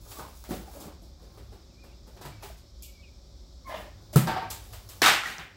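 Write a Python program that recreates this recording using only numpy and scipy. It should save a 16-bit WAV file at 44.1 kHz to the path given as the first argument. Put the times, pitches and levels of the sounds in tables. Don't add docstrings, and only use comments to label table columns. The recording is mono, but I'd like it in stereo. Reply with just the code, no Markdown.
import sys
import numpy as np
from scipy import signal
from scipy.fft import rfft, irfft, next_fast_len
from scipy.io import wavfile
from scipy.ndimage import map_coordinates

SR = 44100
rng = np.random.default_rng(int(sys.argv[2]) if len(sys.argv) > 2 else 0)


def generate_wav(signal):
    frames = np.transpose(np.atleast_2d(signal))
    scaled = np.clip(frames, -1, 1) * 32767
    pcm = np.round(scaled).astype(np.int16)
    wavfile.write(sys.argv[1], SR, pcm)


def boost_factor(decibels):
    exponent = np.asarray(decibels, float) / 20
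    return 10 ** exponent


N = 245317

# (time [s], peak level [dB])
SLAPS = [(5.018, -7.5), (5.0391, -11), (5.0597, -7.5), (5.0799, -12), (5.0986, -22.5), (5.112, -20.5),
         (5.137, -22), (5.2351, -31.5), (5.2591, -29.5), (5.2748, -32), (5.3, -31.5)]
# (frequency [Hz], level [dB per Hz])
CRACK = [(1500, -21), (2300, -10), (3300, -2.5), (5800, -3), (7700, 2), (9400, -4), (12000, -0.5),
         (15700, -4.5)]
# (frequency [Hz], level [dB per Hz])
CARD = [(240, -52), (400, -11.5), (671, -2), (754, -3), (829, -5.5), (903, -3.5), (1040, -6.5),
        (1140, -3.5), (2010, -9.5), (5000, -16), (6500, -34), (11000, -120)]
# (frequency [Hz], level [dB per Hz])
THUD = [(41, -25), (70, -6), (97, -7), (204, 1), (278, -5.5), (316, 0.5), (900, -12), (1170, -60),
        (1980, -120)]
# (frequency [Hz], level [dB per Hz])
CLAP = [(2350, -15), (4000, -3), (7720, -5.5), (9930, -11.5), (13500, -10), (15700, -19)]
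# (frequency [Hz], level [dB per Hz])
POST = [(240, -42), (400, -18.5), (594, -15.5), (764, -4), (925, -8), (1290, -4.5), (1410, -3.5),
        (2440, -5.5), (2920, -7), (7000, -30), (9100, -34), (15400, -120)]


def unit(x):
    return x / np.sqrt(np.mean(x ** 2) + 1e-20)


def along(points, hz):
    f, value = np.transpose(points)
    return np.interp(np.log(hz + 1), np.log(f + 1), value)


def curves(rows):
    s, *columns = np.transpose(rows)
    return [np.interp(np.arange(N) / SR, s, column, -120, -120) for column in columns]


def wobble(rate, size=N):
    knots = rng.standard_normal(int(max(size, SR // 2) * rate / SR) + 4)
    return map_coordinates(knots, [np.arange(size) * rate / SR])


def filtered(x, response):
    n = x.shape[-1]
    m = next_fast_len(n + 8192)
    return irfft(rfft(x, m) * response(np.fft.rfftfreq(m, 1 / SR)), m)[..., :n]


def coloured(spectrum, size):
    return unit(filtered(rng.standard_normal(size), lambda hz: boost_factor(along(spectrum, hz))))


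def push(spectrum, like):
    pulse = filtered(signal.unit_impulse(len(like), 300), lambda hz: boost_factor(along(spectrum, hz)))
    return pulse * np.linalg.norm(like) / np.linalg.norm(pulse)


def ring(hz, db, t60):
    t = np.arange(min(SR // 2, round(1.2 * t60 * SR))) / SR
    flutter_db = min(hz, 1500) / 400 * wobble(70, len(t))
    drift = hz / 1100 * wobble(110, len(t))
    attack = 1 - np.exp(-t * hz / 0.58)
    tone = boost_factor(db + flutter_db - 60 * t / t60) * np.sin(2 * np.pi * hz * t + drift) * attack
    return np.pad(tone, (0, SR // 2 - len(t)))


def strokes(rows, rise, fall):
    t = np.arange(0, N / SR + .002, .001)
    power = 0
    for s, long, *db in rows:
        slope_db = rise * np.maximum(s - t, 0) + fall * np.maximum(t - s - long, 0)
        power = power + boost_factor(np.array(db)[:, None] - slope_db) ** 2
    return [np.interp(np.arange(N) / SR, t, np.sqrt(p)) for p in power]


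def ports(pair, lag=8):
    # (frequency [Hz], correlation [-1 to 1])
    likeness = [(60, 0.93), (180, 0.93), (550, 0.687), (1650, -0.15), (4970, -0.076), (15000, -0.36)]
    turn = lambda hz: np.arccos(np.clip(along(likeness, hz), -1, 1)) / 2
    mid, side = filtered(pair, lambda hz: np.array([np.cos(turn(hz)), np.sin(turn(hz))]))
    return np.array([mid + side, np.roll(mid - side, round(lag))])


def echo(x):
    # (frequency [Hz], t60 [s])
    decay = [(120, 0.41), (500, 0.34), (2000, 0.49), (6000, 0.35), (14000, 0.28)]
    hz, t, z = signal.stft(rng.standard_normal((2, SR * 2 // 3)), SR, nperseg=256)
    tail = signal.istft(z * boost_factor(-60 * t / along(decay, hz)[:, None]), SR, nperseg=256)[1]
    build_up = 1 - np.exp(-np.arange(tail.shape[1]) / SR / 0.00085)
    tail = ports(tail * build_up)
    return signal.fftconvolve(x[None], tail / np.linalg.norm(tail[0]), axes=1)


def add(out, s, x, pan_db, wet_db, feed=None, lag=8):
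    i = round(s * SR)
    out[0, i:i + len(x)] += boost_factor(pan_db / 2) * x
    out[1, i + lag:i + lag + len(x)] += boost_factor(-pan_db / 2) * x
    wet = echo(x if feed is None else feed)
    out[:, i:i + wet.shape[1]] += boost_factor(wet_db) * boost_factor([[pan_db / 4], [-pan_db / 4]]) * wet


def add_rings(out, rings):
    track = np.zeros(N)
    for s, *mode in rings:
        i = round(s * SR)
        track[i:i + SR // 2] += ring(*mode)[:N - i]
    add(out, 0, track, 1.5, -8)


def contacts(out, rows, top, body, t60, pan_db, wet_db, soft=0.037):
    t = np.arange(SR // 4) / SR
    attack = 1 - np.exp(-t / (soft * t60))
    for s, db, body_db, thud_db in rows:
        crack = coloured(top, len(t)) * boost_factor(db - 5.0 - 60 * t / t60)
        hollow = coloured(body, len(t)) * boost_factor(db - 4.0 + body_db - 60 * t / (1.62 * t60))
        thud = coloured(THUD, len(t)) * boost_factor(db - 2.0 + thud_db - 60 * t / (3 * t60))
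        thud = thud * (1 - np.exp(-t / 0.0019))
        feed = push(top, crack) + push(body, hollow) + thud
        add(out, s, (crack + hollow + thud) * attack, pan_db, wet_db, feed)


def post_slap(out):
    # (time [s], crack level [dB],
    # body over crack [dB], thud over crack [dB])
    edges = [(5.0400, -10.5, 1, -29.5), (5.0600, -7.5, -5, -26), (5.0660, -8, -7, -30),
             (5.0985, -13, -1, -28), (5.139, -21, 1, -30), (2.2128, -43, -9, -30), (4.2726, -23, -1, 1),
             (5.0187, -8.5, -14, -4)]
    # (time [s], crack level [dB], body over crack [dB], thud over crack [dB])
    settle = [
        (5.386, -50, 21.8, 2.7),
        (5.402, -55, 20.3, 2.8),
        (5.4193, -59.5, 17, 3),
    ]
    # (frequency [Hz], level [dB], t60 [s])
    flat = [(268, -20, 0.11), (1283, -3, 0.078), (1510, -2.5, .05), (2075, -6, 0.082), (2410, 1, 0.045),
            (3180, -6, .05), (3730, -1, 0.043)]
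    contacts(out, edges, CLAP, POST, t60=0.0037, pan_db=5.0, wet_db=-1)
    slaps = [(s, db, 2.5, -24 - 0.3 * db) for s, db in SLAPS]
    contacts(out, slaps, CLAP, POST, t60=0.026, pan_db=1.5, wet_db=0.5)
    contacts(out, settle, CLAP, POST, t60=0.035, pan_db=1.5, wet_db=0.5, soft=0.096)
    below_slap_db = -10
    add_rings(out, [(s, hz, db + level + below_slap_db + rng.normal(0, 2.77), t60)
                    for s, db in SLAPS for hz, level, t60 in flat])


def strap_snap(out):
    # (time [s], crack level [dB], body over crack [dB], thud over crack [dB])
    snap = [
        (4.158, -11, -6, -14),
    ]
    # (frequency [Hz], level [dB per Hz])
    snap_top = [(600, -6), (1300, -11), (2200, -24), (3400, -25), (5500, -13), (8000, -3), (12000, -4.5),
                (15700, -4.5)]
    # (frequency [Hz], level [dB], t60 [s])
    panels = [(146.4, -3.5, 0.081), (135, -17.5, 0.33), (163.1, -18, 0.33), (194.5, -21, 0.37),
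              (224, -22.5, 0.21), (332, -25, 0.15), (420, -30, 0.09), (437, -13.5, 0.036),
              (1293, -17, 0.029), (617, -22, .04), (1640, -25.5, 0.026), (950, -38, 0.13),
              (1310, -27.5, 0.23), (2070, -41, 0.107), (2430, -39, .1)]
    contacts(out, snap, snap_top, CARD, t60=0.031, pan_db=3.0, wet_db=-0.6)
    add(out, 4.1585, sum(ring(*mode) for mode in panels), 1.5, -8)


def loose_post(out):
    # (time [s], level [dB])
    rattle = [(4.272, -26), (4.293, -29.5), (4.316, -30), (4.333, -33), (4.361, -30), (4.369, -31.5),
              (4.385, -35), (4.417, -31.5), (4.44, -37.5), (4.455, -40)]
    # (frequency [Hz], level [dB], t60 [s])
    loose = [(750, -.6, .11), (910, -1.2, .13), (1140, -3, .08), (1310, -6, .08), (1570, -5, .1),
             (1850, -10, .06), (2200, -9, .07), (2450, -10, .05)]
    add_rings(out, [(s, hz, db + level + rng.normal(1, 2.8), t60)
                    for s, db in rattle for hz, level, t60 in loose])


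def strap(out):
    # (time [s], pitch [Hz], level [dB])
    squeak_path = [(3.645, 1090, -66), (3.66, 1070, -50), (3.68, 1040, -44), (3.72, 995, -46),
                   (3.74, 985, -60)]
    # (time [s], level [dB])
    saw = [(3.665, -64), (3.69, -44), (3.75, -42), (3.78, -46), (3.815, -48), (3.84, -56), (3.95, -74)]
    # (frequency [Hz], width [Hz], level [dB])
    resonances = [(635, 170, -3), (1030, 200, -5), (1730, 300, -6), (2400, 600, -10), (3220, 500, -10)]
    # (time [s], frequency [Hz], level [dB], t60 [s])
    twangs = [(3.692, 640, -38, 0.073), (3.716, 630, -34.5, 0.078), (3.74, 645, -30.5, 0.076),
              (3.753, 660, -37, .05), (3.797, 643, -41, .08), (3.855, 600, -46, 0.11),
              (3.878, 607, -42, 0.057)]

    def taut(f):
        total = 0
        for k, (centre, width, db) in enumerate(resonances):
            peak = 1j * f * width / (centre * centre - f * f + 1j * f * width)
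            total = total + (-1) ** k * boost_factor(db) * peak
        return total

    hz, db = curves(squeak_path)
    turn = 2 * np.pi * np.cumsum(hz * (1 + 0.02 * wobble(150))) / SR
    voice = np.sin(turn) + 1.0 * np.sin(2 * turn) + 0.078 * np.sin(3 * turn)
    squeak = boost_factor(db + 2.0 + 1.5 * wobble(90)) * voice
    slips = rng.standard_normal(N) * boost_factor(3 * wobble(110))
    sawing = boost_factor(curves(saw)[0] + 1.0) * unit(filtered(slips, taut))
    add(out, 0, squeak + sawing, 2.5, -4)
    add_rings(out, twangs)


def handling(out):
    # (time [s], crack level [dB], body over crack [dB], thud over crack [dB])
    box = [(0.184, -33.5, -12, -5.5), (0.4403, -45, 4.5, -32), (.489, -38.5, -7, 2), (0.5064, -33, 1, 1),
           (.528, -41, -5, 8), (.562, -47, -9, 6), (.659, -48.5, -2, 3), (0.7593, -40.5, -24, -2.5),
           (.854, -48.5, -10, 9.5)]
    shoes = [(1.018, -49, -24, -3), (1.2184, -52.5, -8, -1), (1.3726, -48, -0.5, -0.5),
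             (1.5189, -52.5, 2, 5.5), (1.837, -49, -2.5, -1), (2.07, -48, -5.5, -1), (2.1639, -51, 2.5, 3),
             (2.2117, -38.5, -3, -10.5), (2.25, -37.5, -1, -7), (2.5696, -47.5, -15.5, -24.5)]
    hands = [(4.019, -56, -16, -1), (4.2709, -31, 9, 1.5), (4.419, -50.5, 12, 12.5),
             (4.5011, -22, -15, -30), (4.8895, -34, -14, -31)]
    scuffs = [(.108, -35, -8.5, -18), (.8, -33, -25.5, -10.5), (2.423, -37.5, -1, -18.5),
              (4.128, -29, -13, -13.5), (4.359, -46, 17, 8.5), (4.725, -35, -6.5, -38)]
    ticks = [(4.272, -27.5, 8.5, 3), (4.641, -31.5, -7, -35), (4.9052, -32, -12, -24),
             (4.1605, -11.5, -12, -30), (4.8897, -30, -13, -30), (4.2802, -37, 15, 0), (4.303, -40, 17, 0),
             (4.3165, -40, 18, 0), (4.3612, -40.5, 18, 0), (4.3688, -40, 18, 0), (4.4175, -47, 18, -1),
             (.5073, -33.5, 7, 5.5), (2.4, -52, 8, -5), (2.2128, -42, 6, -10), (.195, -46, 8, 5)]
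    latch = [
        (.44, -29, -6, -21),
        (4.335, -33, -30, -30),
    ]
    snip = [
        (2.8224, -31.5, -46, -30),
    ]
    buckle = [
        (5.383, -23.5, -5, -25),
    ]
    # (frequency [Hz], level [dB per Hz])
    snip_top = [(1800, -40), (2400, -5), (3300, -3.5), (5800, -4.5), (7700, 1.5), (9400, -8), (12000, 1.5),
                (15700, -8)]
    buckle_top = [(1200, -14), (3000, -4), (5500, 0), (8000, -2), (9000, -25), (16000, -40)]
    contacts(out, box, CRACK, CARD, t60=0.036, pan_db=1.5, wet_db=1.0)
    contacts(out, shoes, CRACK, CARD, t60=0.048, pan_db=5.0, wet_db=2.1)
    contacts(out, hands, CRACK, CARD, t60=0.0561, pan_db=3.0, wet_db=0.95)
    contacts(out, scuffs, CRACK, CARD, t60=0.044, pan_db=2.0, wet_db=3.5, soft=0.072)
    contacts(out, ticks, CRACK, CARD, t60=0.0046, pan_db=-1.5, wet_db=3.0)
    contacts(out, latch, CRACK, CARD, t60=0.005, pan_db=4, wet_db=-4)
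    contacts(out, snip, snip_top, CARD, t60=0.031, pan_db=3.2, wet_db=4.0)
    contacts(out, buckle, buckle_top, CARD, t60=0.005, pan_db=-1, wet_db=-11)


def card_rings(out):
    # (time [s], frequency [Hz], level [dB], t60 [s])
    singles = [(.508, 172.6, -28.5, 0.21), (.508, 211, -26, 0.13), (0.2, 150, -48, 0.18),
               (2.25, 140, -41, 0.36), (2.438, 403, -40.5, 0.15), (5.385, 159, -41, .16),
               (.187, 900, -38.5, 0.12), (.21, 1000, -40, 0.109), (.19, 1500, -45, 0.065),
               (.51, 740, -36, 0.18), (0.47, 610, -50, 0.1), (.75, 560, -42, 0.17), (.678, 762, -42, 0.073),
               (.808, 820, -44.5, 0.062), (0.81, 560, -43, 0.14), (4.8895, 5180, -37.5, .02),
               (5.3, 4200, -47, .02), (.195, 1250, -37.5, 0.078), (0.17, 1130, -39, .12),
               (.2, 780, -43, 0.091), (.225, 950, -40, .07), (.25, 1050, -43, 0.093), (.278, 820, -49, .08),
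               (5.019, 330, -27.5, 0.16), (5.019, 220, -31, 0.13), (5.02, 430, -28.5, 0.11),
               (2.212, 640, -40, 0.047), (2.25, 980, -37.5, .12), (2.252, 388, -40, .06),
               (2.432, 850, -41, 0.11), (5.055, 1280, -13.5, 0.11), (5.07, 1090, -17.5, .1),
               (5.062, 2200, -20, .1), (.512, 9500, -45, .05), (0.77, 640, -42, 0.096),
               (2.5, 644, -41.5, 0.053), (4.131, 606, -36.5, 0.21), (5.235, 1380, -20, 0.029),
               (5.257, 1816, -26, 0.12), (5.272, 1600, -29, 0.091), (5.386, 2100, -36, 0.076)]
    add_rings(out, singles)


def slide(out):
    # (start [s], length [s], fizz level [dB], body level [dB])
    rubs = [(.015, 0.4, -54.5, -57.5), (.11, 0.056, -43.5, -45), (.185, 0.047, -62, -38),
            (.25, 0.046, -54, -47), (.445, 0.32, -53, -61), (.5, 0.036, -43.5, -43), (.74, 0.116, -52, -45),
            (1.03, 0.029, -64, -58), (1.19, 0.17, -67.5, -56), (1.34, 0.084, -63, -51),
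            (1.53, 0.043, -67, -50), (1.84, 0.04, -66, -50.5), (2.07, 0.16, -70, -55),
            (2.21, 0.079, -70, -42), (2.435, 0.018, -45.5, -42), (3.68, 0.087, -50, -41),
            (3.765, 0.036, -50, -37.5), (3.95, 0.31, -78, -54.5), (4.5, 0.59, -56, -53.5),
            (4.51, 0.02, -58, -41.5), (4.72, 0.059, -56, -51), (4.95, 0.049, -54, -51),
            (5.258, 0.14, -53, -54), (.63, 0.11, -58, -45.5), (.84, 0.038, -62, -39), (.06, .06, -56, -52),
            (.04, .05, -57, -55), (.09, .03, -53, -56)]
    # (frequency [Hz], level [dB per Hz])
    fizz_tone = [(1500, -23), (2300, -5), (3300, -1.5), (5000, -6), (7700, 0.5), (9400, -3.5),
                 (12000, -2.5), (15700, -1)]
    # (frequency [Hz], level [dB per Hz])
    scrape_tone = [(200, -34), (400, -6), (700, 2), (1000, 0), (1350, -2.5), (2000, -10.5), (5000, -14),
                   (9000, -60)]
    bright, dull = strokes(rubs, rise=898.5, fall=219)
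    fizz = unit(coloured(fizz_tone, N) * boost_factor(1.6 * wobble(230) + 2.3 * wobble(33.95)))
    body = unit(coloured(scrape_tone, N) * boost_factor(2.5 * wobble(120) + 1.5 * wobble(30)))
    low = unit(coloured(THUD, N) * boost_factor(3.3 * wobble(25)))
    add(out, 0, boost_factor(-2.5) * bright * fizz + dull * (boost_factor(-12) * body + boost_factor(-16) * low), 1.5, -3)


def bird(out):
    # (time [s], length [s], start pitch [Hz], level [dB], slide time [s])
    whistles = [ (1.7, .045, 2950, -73, .015), (1.75, .028, 2600, -69, .006), (1.862, .03, 2950, -63, .035),
                (1.885, .045, 2850, -64, .018), (2.345, .055, 2290, -62, .026),
                (2.405, .04, 2650, -61, .05), (2.31, .03, 2400, -61, .02), (2.836, .09, 3100, -63, .011),
                (2.918, .11, 2430, -62, .026), (3.02, .075, 2720, -61, .034), (3.025, .03, 3250, -66, .03),
                (3.115, .03, 2550, -67, .012), (2.825, .03, 3500, -64, .03), ]
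    # (time [s], length [s], top pitch [Hz], level [dB])
    flicks = [
        (1.772, .095, 2480, -62),
        (2.8, .03, 3250, -70),
        (2.885, .03, 2950, -66),
        (1.91, .045, 2780, -72),
    ]
    rest_hz, arch_hz = 2270, 200
    song = np.zeros(N)
    waver, throb_db = 1 + .017 * wobble(150), 4 * wobble(70)
    for s, long, top, db, *slide_s in whistles + flicks:
        t = np.arange(round(long * SR)) / SR
        i = round(s * SR)
        here = slice(i, i + len(t))
        arch = np.sin(np.pi * t / long)
        if slide_s:
            hz = rest_hz + (top - rest_hz) * np.exp(-t / slide_s[0])
        else:
            hz = top - arch_hz * (1 - arch)
        turn = 2 * np.pi * np.cumsum(hz * waver[here]) / SR
        song[here] += boost_factor(db + throb_db[here]) * arch ** .4 * np.sin(turn)
    add(out, 0, song, 3, -6, lag=0)


def outside():
    # (time [s], level [dB])
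    traffic = [(0.0, -56), (0.67, -52.5), (1.72, -56.5), (2.29, -54), (4.29, -55.5), (4.54, -54),
               (4.79, -53.5), (5.22, -64), (5.56, -58)]
    # (start [s], length [s], level [dB])
    engine = [
        (0, 0.24, -64),
        (1.45, 0.069, -56.5),
        (2.2, 0.3, -57.5),
        (4.1, 0.85, -53.5),
    ]
    # (time [s], level [dB])
    chorus = [(0, -64), (5.1, -62), (5.45, -69), (5.563, -64)]
    # (frequency [Hz], level [dB per Hz])
    air_tone = [(15, -37), (25, -7), (58, 1), (124, -18.5), (209, -22.5), (325, -26.5), (366, -22),
                (466, -36.5), (558, -23.5), (616, -31.5), (958, -37.5), (1220, -37), (1750, -45.5),
                (2410, -43), (3000, -57), (3900, -83), (6600, -120)]
    # (frequency [Hz], level [dB per Hz])
    insect_tone = [(2200, -54), (2900, -20), (3500, -8), (4500, -6), (5400, -3.5), (6300, -12), (7600, -15),
                   (9100, -26.5), (16000, -27.5)]
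    # (frequency [Hz], left over right [dB])
    lean_curve = [(60, 4), (240, 0.5), (950, 3), (3770, 4), (15000, 2.5)]
    (rumble_db,), (insects_db,) = curves(traffic), curves(chorus)
    rumble_tone = [(20, -44), (38, -4.0), (52, 2), (62, 0), (75, -6.5), (110, -74.0)]
    rumble = boost_factor(rumble_db + 8.0 + 0.52 * wobble(5.26)) * coloured(rumble_tone, (2, N))
    swell = boost_factor(-63) + strokes(engine, rise=61, fall=61)[0]
    drone_tone = [(60, -30), (88, -3.5), (99, 5.5), (112, -3.0), (170, -46.0)]
    drone = boost_factor(1.0) * swell * coloured(drone_tone, (2, N))
    above_rumble = [(90, -70)] + [p for p in air_tone if p[0] > 120]
    air = boost_factor(-59.5 + 0.56 * wobble(2.84)) * coloured(above_rumble, (2, N))
    insects = boost_factor(insects_db + 2.5 + 0.52 * wobble(32.0)) * coloured(insect_tone, (2, N))
    whine_hz = 12900
    whine = boost_factor(insects_db - 27.0 + 4.3 * wobble(60)) * np.sin(2 * np.pi * whine_hz * np.arange(N) / SR)
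    lean = lambda hz: boost_factor(along(lean_curve, hz) * [[.5], [-.5]])
    return filtered(ports(rumble + drone + air + insects), lean) + whine


def scene():
    # (frequency [Hz], left over right [dB])
    near_balance = [(100, -1), (4000, 0.5), (9000, 1.5), (15000, -8.5)]
    out = np.zeros((2, N + SR))
    post_slap(out)
    strap_snap(out)
    loose_post(out)
    strap(out)
    handling(out)
    card_rings(out)
    slide(out)
    bird(out)
    near = filtered(out[:, :N], lambda hz: boost_factor(along(near_balance, hz) * [[.5], [-.5]]))
    return near + outside()


def top_cut(x):
    return signal.sosfilt(signal.butter(12, 16810, fs=SR, output="sos"), x)


def record(dry):
    top_hz, edge_hz, bass_hz = 15800, 16600, 37

    def response(hz):
        band = np.where(hz < top_hz, 1, boost_factor(-42) * (hz < edge_hz))
        return band / (1 - 1j * bass_hz / (hz + 1)) ** 2

    kept = filtered(np.clip(dry, -.95, .95), response)
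    return top_cut(kept)


dry = scene()
out = record(dry)
generate_wav(out)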